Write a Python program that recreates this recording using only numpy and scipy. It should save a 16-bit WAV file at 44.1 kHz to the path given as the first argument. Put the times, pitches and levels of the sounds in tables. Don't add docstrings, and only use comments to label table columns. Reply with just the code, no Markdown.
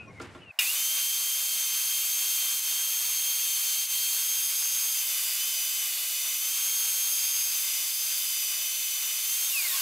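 import sys
import numpy as np
from scipy import signal
from scipy.fft import rfft, irfft, next_fast_len
from scipy.io import wavfile
from scipy.ndimage import uniform_filter1d

SR = 44100
rng = np.random.default_rng(int(sys.argv[2]) if len(sys.argv) > 2 else 0)


def makeup_ratio(level_db):
    decades = np.asarray(level_db, float) / 20
    return 10 ** decades


def generate_wav(sig):
    pcm = np.round(np.clip(np.atleast_2d(sig).T, -1, 1) * 32767).astype(np.int16)
    wavfile.write(sys.argv[1], SR, pcm)


N = 432621
END_S = N / SR
HUSH_S = 0.516
CLANK_S = 0.5885
ON_S, OFF_S = 0.6, 9.478
FREE_HZ, LOADED_HZ = 3200, 3010


def colour(x, points, peaks=()):
    hz = np.maximum(np.fft.rfftfreq(x.shape[-1], 1 / SR), 1)
    f, db = np.transpose(points)
    shape = np.interp(np.log(hz), np.log(f), db)
    for centre, width, lift_db in peaks:
        shape = shape + lift_db / (1 + (2 * (hz - centre) / width) ** 2)
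    y = irfft(rfft(x) * makeup_ratio(shape), x.shape[-1])
    return y / np.sqrt(np.mean(y ** 2))


def split(x, edges_hz):
    size = next_fast_len(x.shape[-1])
    hz, spec = np.fft.rfftfreq(size, 1 / SR), rfft(x, size)
    above = [1 / (1 + (e / np.maximum(hz, 1)) ** 8) for e in edges_hz]
    weights = -np.diff([np.ones_like(hz)] + above + [np.zeros_like(hz)], axis=0)
    return [irfft(spec * w, size)[..., :x.shape[-1]] for w in weights]


def band(hz, width):
    size = next_fast_len(N)
    f = np.fft.rfftfreq(size, 1 / SR)
    spec = rfft(rng.standard_normal(size))
    y = irfft(spec / (1 + (2 * (f - hz) / width) ** 2), size)[:N]
    return y / np.std(y)


def curve(rows, size=N):
    t = np.arange(size) / SR
    s, *columns = np.transpose(rows)
    gate = uniform_filter1d(1. * ((t >= s[0]) & (t <= s[-1])), 100, mode="nearest")
    return gate, [np.interp(t, s, c) for c in columns]


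def walk(rate, size=N):
    k = int(SR / rate)
    held = np.repeat(rng.standard_normal(size // k + 1), k)
    return 1.3 * uniform_filter1d(uniform_filter1d(held, k), k)[:size]


def tone(rows, wobble_hz, flutter_db, size=N):
    gate, (hz, db) = curve(rows, size)
    phase = 2 * np.pi * np.cumsum(hz + wobble_hz * walk(150, size)) / SR
    level = np.sqrt(2) * makeup_ratio(db + flutter_db * walk(80, size))
    return np.pad(gate * level * np.sin(phase), (0, N - size))


def flare(peak_s, half_s, hz, fall, db):
    return [(peak_s + way * half_s, hz - way * half_s * fall, db - abs(way) * 14) for way in (-1, 0, 1)]


def strike(start, level_db, modes, rattle, rise):
    t = np.maximum(np.arange(SR) / SR - start, 0)
    ring = 0
    for hz, db, t60 in modes:
        level = makeup_ratio(db + rattle * walk(119.7, size=SR))
        ring = ring + level * np.exp(-np.log(1000) * t / t60) * np.sin(2 * np.pi * hz * t)
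    ring = ring * (1 - np.exp(-t / rise))
    return np.pad(makeup_ratio(level_db) * ring, (0, N - SR))


def stereo(mid, side):
    return np.array([mid + side, mid - side])


def spread(bed):
    mid, side = np.pad(bed, ((0, 0), (0, N - bed.shape[1])))
    return stereo(mid, makeup_ratio(-10.5) * side)


def until_hush():
    return np.clip((HUSH_S * SR - np.arange(N)) / 130, 0, 1)


# pitch_hz, density_db (per Hz)
SHOP_COLOUR = [(18, -48), (40, -22), (85, -3), (340, -13.5), (1000, -15.5), (2300, -19), (3200, -25.5),
               (8500, -31), (11500, -39), (13000, -50), (15500, -70)]
# start_s, rumble_db, rustle_db, hiss_db
SCUFFS = [(.199, -51, -45.5, -57), (.215, -60, -54, -50), (.245, -60, -53, -60), (.348, -47, -53.5, -67)]


def room():
    t = np.arange(SR) / SR
    gains = []
    for column, (db, t60) in enumerate([(-51.5, 0.1), (-60.5, 0.56), (-70.5, 0.17)], 1):
        power = makeup_ratio(db + 2.0 * walk(26.7, SR)) ** 2
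        for row in SCUFFS:
            decay_db = 60 * np.abs(t - row[0]) / t60
            power = power + (t > row[0]) * makeup_ratio(row[column] + 2.0 * walk(200, SR) - decay_db) ** 2
        gains.append(np.sqrt(power))
    gains[0] = gains[0] * np.clip((HUSH_S - t) / 0.021, 0, 1)
    bands = split(colour(rng.standard_normal((2, SR)), SHOP_COLOUR), (700, 4000))
    bed = sum(gain * part / np.std(part) for gain, part in zip(gains, bands))
    return spread((np.arange(SR) < HUSH_S * SR) * bed)


# peak_s, half_length_s, pitch_hz (at the peak), fall_hz_per_s, level_db
SQUEAKS = [(.01, .05, 2540, 1500, -47.5), (.02, 0.044, 2780, 1000, -54), (.005, 0.07, 1450, 600, -57),
           (0.081, .035, 2440, 3000, -56), (0.092, 0.021, 1090, 500, -51), (.09, .02, 5750, 1000, -65),
           (.115, .03, 2150, 1500, -60), (0.178, 0.039, 2140, 4020, -50), (0.436, .035, 2915, 3200, -55),
           (0.423, .055, 2630, 5000, -59), (.485, .025, 2690, 3500, -47.5), (.508, .022, 2600, 3490, -45)]


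def squeaks():
    lines = sum(tone(flare(*row), wobble_hz=24, flutter_db=3.0, size=SR) for row in SQUEAKS)
    grainy = until_hush() * (1 + 0.3 * walk(500)) * lines
    return stereo(grainy, makeup_ratio(-17) * grainy)


# start_s, level_db
KNOCKS = [(.199, -40), (0.348, -44)]
# pitch_hz, level_db (relative to the knock), t60_s
WOOD = [(271, -2.5, 0.22), (351, -1, 0.23), (454, -3, .15), (630, 0, 0.065), (820, -9, 0.094),
        (1073, -6, 0.092), (1380, -3, 0.12), (2280, -14, 0.078), (3515, -15, 0.1)]


def knocks():
    return until_hush() * sum(strike(s, db, WOOD, rattle=3.7, rise=0.0025) for s, db in KNOCKS)


# pitch_hz, density_db (per Hz)
HUSH_COLOUR = [(24, -60), (60, -30), (450, -24), (650, -3), (900, -2), (1200, -10), (1550, -7), (2500, -11),
               (3200, -20), (10000, -27), (15500, -28)]


def hush():
    t = np.arange(SR) / SR
    noise = colour(rng.standard_normal((2, SR)), HUSH_COLOUR)
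    return spread(makeup_ratio(-60) * noise * (t > HUSH_S) * (t < ON_S))


# pitch_hz, level_db (relative to the clank), t60_s
CLANK = [(1000, -31, .08), (1390, -22, .15), (1960, -12.5, 0.22), (2200, -20, 0.23), (2410, -8, 0.25),
         (2570, -10, 0.21), (2810, 4, 0.095), (2900, -1, 0.12), (3340, -21, .15), (3760, -12, 0.12),
         (5170, -7, .05), (6804, -12, .03)]


def clank():
    return strike(CLANK_S, -20.5, CLANK, rattle=3.5, rise=0.0006)


# pitch_hz, width_hz, level_db, t60_s
CRUNCH = (2600, 1298, -36, 0.21)


def crunch():
    hz, width, db, t60 = CRUNCH
    since = np.arange(N) / SR - CLANK_S
    return (since > 0) * makeup_ratio(db - 60 * np.abs(since) / t60 + 1.9 * walk(150)) * band(hz, width)


# deepest_s, sag_hz, slowing_s
BRUSHES = [(1.67, 41.7, .11), (2.42, 27.83, .1), (2.62, 41.7, .1), (3.55, 50, 0.16), (3.71, 45.2, 0.081),
           (3.875, 45, 0.026)]
# time_s, sag_hz (of the tooth rate)
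CUTS = [
    [(4.9, 0.5), (4.97, 46), (5.05, 126), (5.26, 239), (5.36, 241), (5.46, 119), (5.61, 185.5), (5.77, 140),
     (5.84, 200), (5.97, 249.5), (6.2, 191), (6.38, 176), (6.48, 71), (6.59, 14.5), (6.69, -1.5)],
    [(7.46, 1), (7.58, 81), (7.69, 157.5), (7.81, 189.5), (7.89, 119.5), (7.98, 114), (8.04, 48.5),
     (8.22, 149), (8.3, 149.5), (8.55, 195.5), (8.76, 146), (9.12, 187), (9.24, 138.5), (9.32, 60.5),
     (9.45, 4.5), (9.47, 0)],
]


def blade():
    run_up_s, start_hz, coast_per_s = 0.062, 1500, 2.3
    cold_sag_hz, warm_up_s, recover_s = 55.2, 1.7, 0.11
    t = np.arange(N) / SR
    since = np.maximum(t - ON_S, 0)
    sag = cold_sag_hz * np.exp(-since / warm_up_s)
    for s, hz, slowing in BRUSHES:
        slowed = np.clip(1 + (t - s) / slowing, 0, 1)
        recovering = np.exp(-np.abs(t - s) / recover_s)
        sag = sag + hz * np.where(t < s, slowed, recovering)
    for rows in CUTS:
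        sag = sag + np.interp(t, *np.transpose(rows), 0, 0)
    hz = FREE_HZ - sag - (FREE_HZ - start_hz) * np.exp(-since / run_up_s)
    hz = hz * np.exp(-coast_per_s * np.maximum(t - OFF_S, 0))
    load = np.clip(sag / (FREE_HZ - LOADED_HZ), 0, 1)
    return curve([(ON_S,), (END_S,)])[0], hz, load


# time_s, level_db (before a fixed 2 dB lift)
ROAR_LEVEL = [(.59, -29.5), (.8, -29.5), (1.72, -30.5), (2.18, -29.5), (2.54, -30.5), (3.62, -30),
              (3.83, -30.5), (4.31, -30), (4.85, -30), (5.75, -31.5), (6.42, -31), (6.93, -29.5),
              (7.5, -30.5), (9.07, -32.5), (9.47, -30), (9.81, -29.5)]
# pitch_hz, density_db (per Hz)
ROAR_COLOUR = [(18, -68), (30, -38.5), (250, -40.5), (450, -30), (640, -20.5), (1100, -20), (1900, -14.5),
               (2150, -8.5), (2700, -8.5), (3300, -8.5), (4500, -8.5), (5600, -7.5), (10000, -5.5),
               (14800, -3), (16000, -8)]
# pitch_hz, width_hz, lift_db
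BODY = [(1140, 300, 6.5), (1550, 125, 5.5), (2594, 380, 3.5), (2850, 87, 4), (3607, 147, 9), (3700, 89, -5),
        (6400, 420, 6), (7230, 250, 5.5), (7520, 200, -4.5), (7930, 370, 5), (8970, 420, 1.5),
        (9560, 470, 2.5), (10400, 82, -8), (11490, 1240, 4.5), (12500, 250, -5), (12900, 150, 2.5),
        (13900, 300, 0), (14100, 150, -6)]


def roar():
    gate, (level_db,) = curve(ROAR_LEVEL)
    since = np.maximum(np.arange(N) / SR - CLANK_S, 0)
    level_db = level_db + 7 * np.exp(-since / 0.0058)
    slow = np.clip(2 - 2 * blade()[1] / FREE_HZ, 0, 1) ** 2
    boom_db = -2.5 + 4 * np.exp(-since / 0.041) + 4.5 * slow + 1.0 * walk(20)
    boom_hz, boom_width_oct = 1160, 1.74
    grain = makeup_ratio(0.35 * walk(900))
    air = colour(grain * rng.standard_normal((2, N)), ROAR_COLOUR, BODY)
    edges = 500 * 2 ** np.arange(0, 5, .5)
    centres = np.append(edges[0] / 2, edges) * 2 ** .25
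    out = 0
    for hz, part in zip(centres, split(air, edges)):
        boom = np.exp(-(np.log2(hz / boom_hz) / boom_width_oct) ** 2) * boom_db
        out = out + part * makeup_ratio(boom + 0.35 * walk(7.2) + 0.38 * walk(25))
    out = gate * makeup_ratio(level_db + 2.0) * out
    return stereo(out[0], makeup_ratio(-36.5) * out[1])


# pitch_hz, level_db (rms, before the slow change)
TOOTH_TONE = [(1500, -44), (1590, -45), (1700, -56), (1800, -43), (2000, -49), (2120, -32), (2250, -46),
              (2390, -33), (2520, -30), (2700, -33), (2830, -33.5), (2930, -45), (2970, -45.5), (3015, -42),
              (3080, -43.5), (3130, -43.5), (3165, -40.5), (3200, -42)]
# time_s, change_db
TOOTH_LEVEL = [(.8, 4), (1.5, 1), (4.3, 0.5), (4.6, -3.5), (5.3, 0.5), (5.42, 3), (5.8, 0), (6.2, -0.5),
               (7.0, -1), (7.6, -4), (8.2, -0.5), (8.4, -1), (9.48, -1.5)]
# pitch_hz, level_db (rms)
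OCTAVE_TONE = [(3000, -43), (3400, -44), (3590, -35), (4000, -47), (4240, -44), (4500, -56), (4770, -38),
               (5020, -38), (5400, -48), (5660, -45), (5860, -53), (5930, -45), (6030, -38), (6160, -40.5),
               (6250, -35), (6330, -37.5), (6400, -33.5)]
# pitch_hz, level_db (rms)
OVERTONES = [(4000, -52), (5300, -41), (5900, -48), (6300, -44), (7500, -54), (9000, -56), (9450, -51),
             (9600, -44), (11000, -55), (12100, -46.5), (12700, -44), (16000, -60)]
GEAR_ORDERS = [.205, .41, .68, .83, 2.2, 2.56]
# level_db (rms at free speed), added_db (at full load)
GEARS = [(-74.5, 5), (-65.5, -4), (-64, 12.5), (-58, 7), (-65, -4), (-56, 7)]


def whine():
    gate, hz, load = blade()
    run_up_db = (-6 + 1.5 * walk(62)) * (hz < LOADED_HZ) * (np.arange(N) < SR)
    first_db = np.interp(hz, *np.transpose(TOOTH_TONE)) + 1.1 * walk(25)
    first_db = first_db + curve(TOOTH_LEVEL)[1][0] + run_up_db
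    octave_db = np.interp(2 * hz, *np.transpose(OCTAVE_TONE)) + run_up_db + 0.81 * walk(25)
    phase = 2 * np.pi * np.cumsum(hz + 2.18 * walk(60)) / SR
    out = makeup_ratio(first_db + 0.65 * walk(70)) * np.sin(phase)
    out = out + makeup_ratio(octave_db + 0.7 * walk(90)) * np.sin(2 * phase)
    for k in (3, 4):
        overtone_db = np.interp(k * hz, *np.transpose(OVERTONES)) + 2.0 * walk(100)
        out = out + makeup_ratio(overtone_db) * np.sin(k * phase + 0.37 * walk(150))
    drive = (hz / FREE_HZ) ** 6
    for k, (gear_db, load_db) in zip(GEAR_ORDERS, GEARS):
        out = out + drive * makeup_ratio(gear_db + load_db * load + 2.2 * walk(15)) * np.sin(k * phase)
    return gate * np.sqrt(2) * out


# pitch_hz, width_hz, level_db (at full load)
RASP = [(2120, 200, -55), (2570, 270, -49.5), (3510, 430, -45), (7230, 200, -45), (7040, 30, -53),
        (14020, 30, -51)]
# time_s, cover (0-1)
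COVER = [(.6, 0.3), (1.0, .2), (2.6, 0.14), (3.0, 0.14), (4.1, 0.04), (4.5, 0.73), (5.65, 0.87),
         (5.95, 0.29), (6.5, 0.47), (7.08, 0.14), (7.13, 1), (8.6, 0.86), (8.75, 0.31), (9.35, 0.39),
         (9.81, .3)]
# pitch_hz, width_hz, open_db, covered_db
SLOT_BANDS = [(4420, 560, -40, -57.5), (4866, 570, -48, -39)]


def cut():
    gate, _, load = blade()
    rasp = np.sqrt(load) * sum(makeup_ratio(db) * band(hz, width) for hz, width, db in RASP)
    cover = np.clip(curve(COVER)[1][0], 0, 1)
    slot = 0
    for hz, width, open_db, covered_db in SLOT_BANDS:
        level_db = open_db + (covered_db - open_db) * cover + 0.55 * walk(20)
        slot = slot + makeup_ratio(level_db) * band(hz, width)
    return gate * (rasp + slot)


# centre_s, depth_db
DIPS = [(2.62, 3.5), (3.875, 5.5), (5.05, 1.5), (6.4, 1.5), (7.92, 1)]


def dips():
    t = np.arange(N) / SR
    return makeup_ratio(-sum(db * np.exp(-((t - s) / 0.025) ** 2) for s, db in DIPS))


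# peak_s, half_length_s, pitch_hz, level_db
RINGS = [(9.564, .045, 1110, -48), (9.75, .055, 1075, -45), (9.514, .045, 3577, -41),
         (9.714, .02, 3720, -42), (9.75, .04, 3540, -48)]


def rings():
    return sum(tone(flare(s, half, hz, 0, db), wobble_hz=18, flutter_db=2.5) for s, half, hz, db in RINGS)


def scene():
    workshop = room() + squeaks() + knocks() + hush()
    saw = dips() * (roar() + whine() + cut())
    return workshop + clank() + crunch() + saw + rings()


def roll_off(x):
    return signal.sosfilt(signal.butter(12, 16700, fs=SR, output="sos"), x)


def record(dry):
    low_pass = signal.ellip(10, .2, 80, 15600, fs=SR, output="sos")
    mix = signal.sosfilt(low_pass, dry)
    return roll_off(mix)


dry = scene()
out = record(dry)
generate_wav(out)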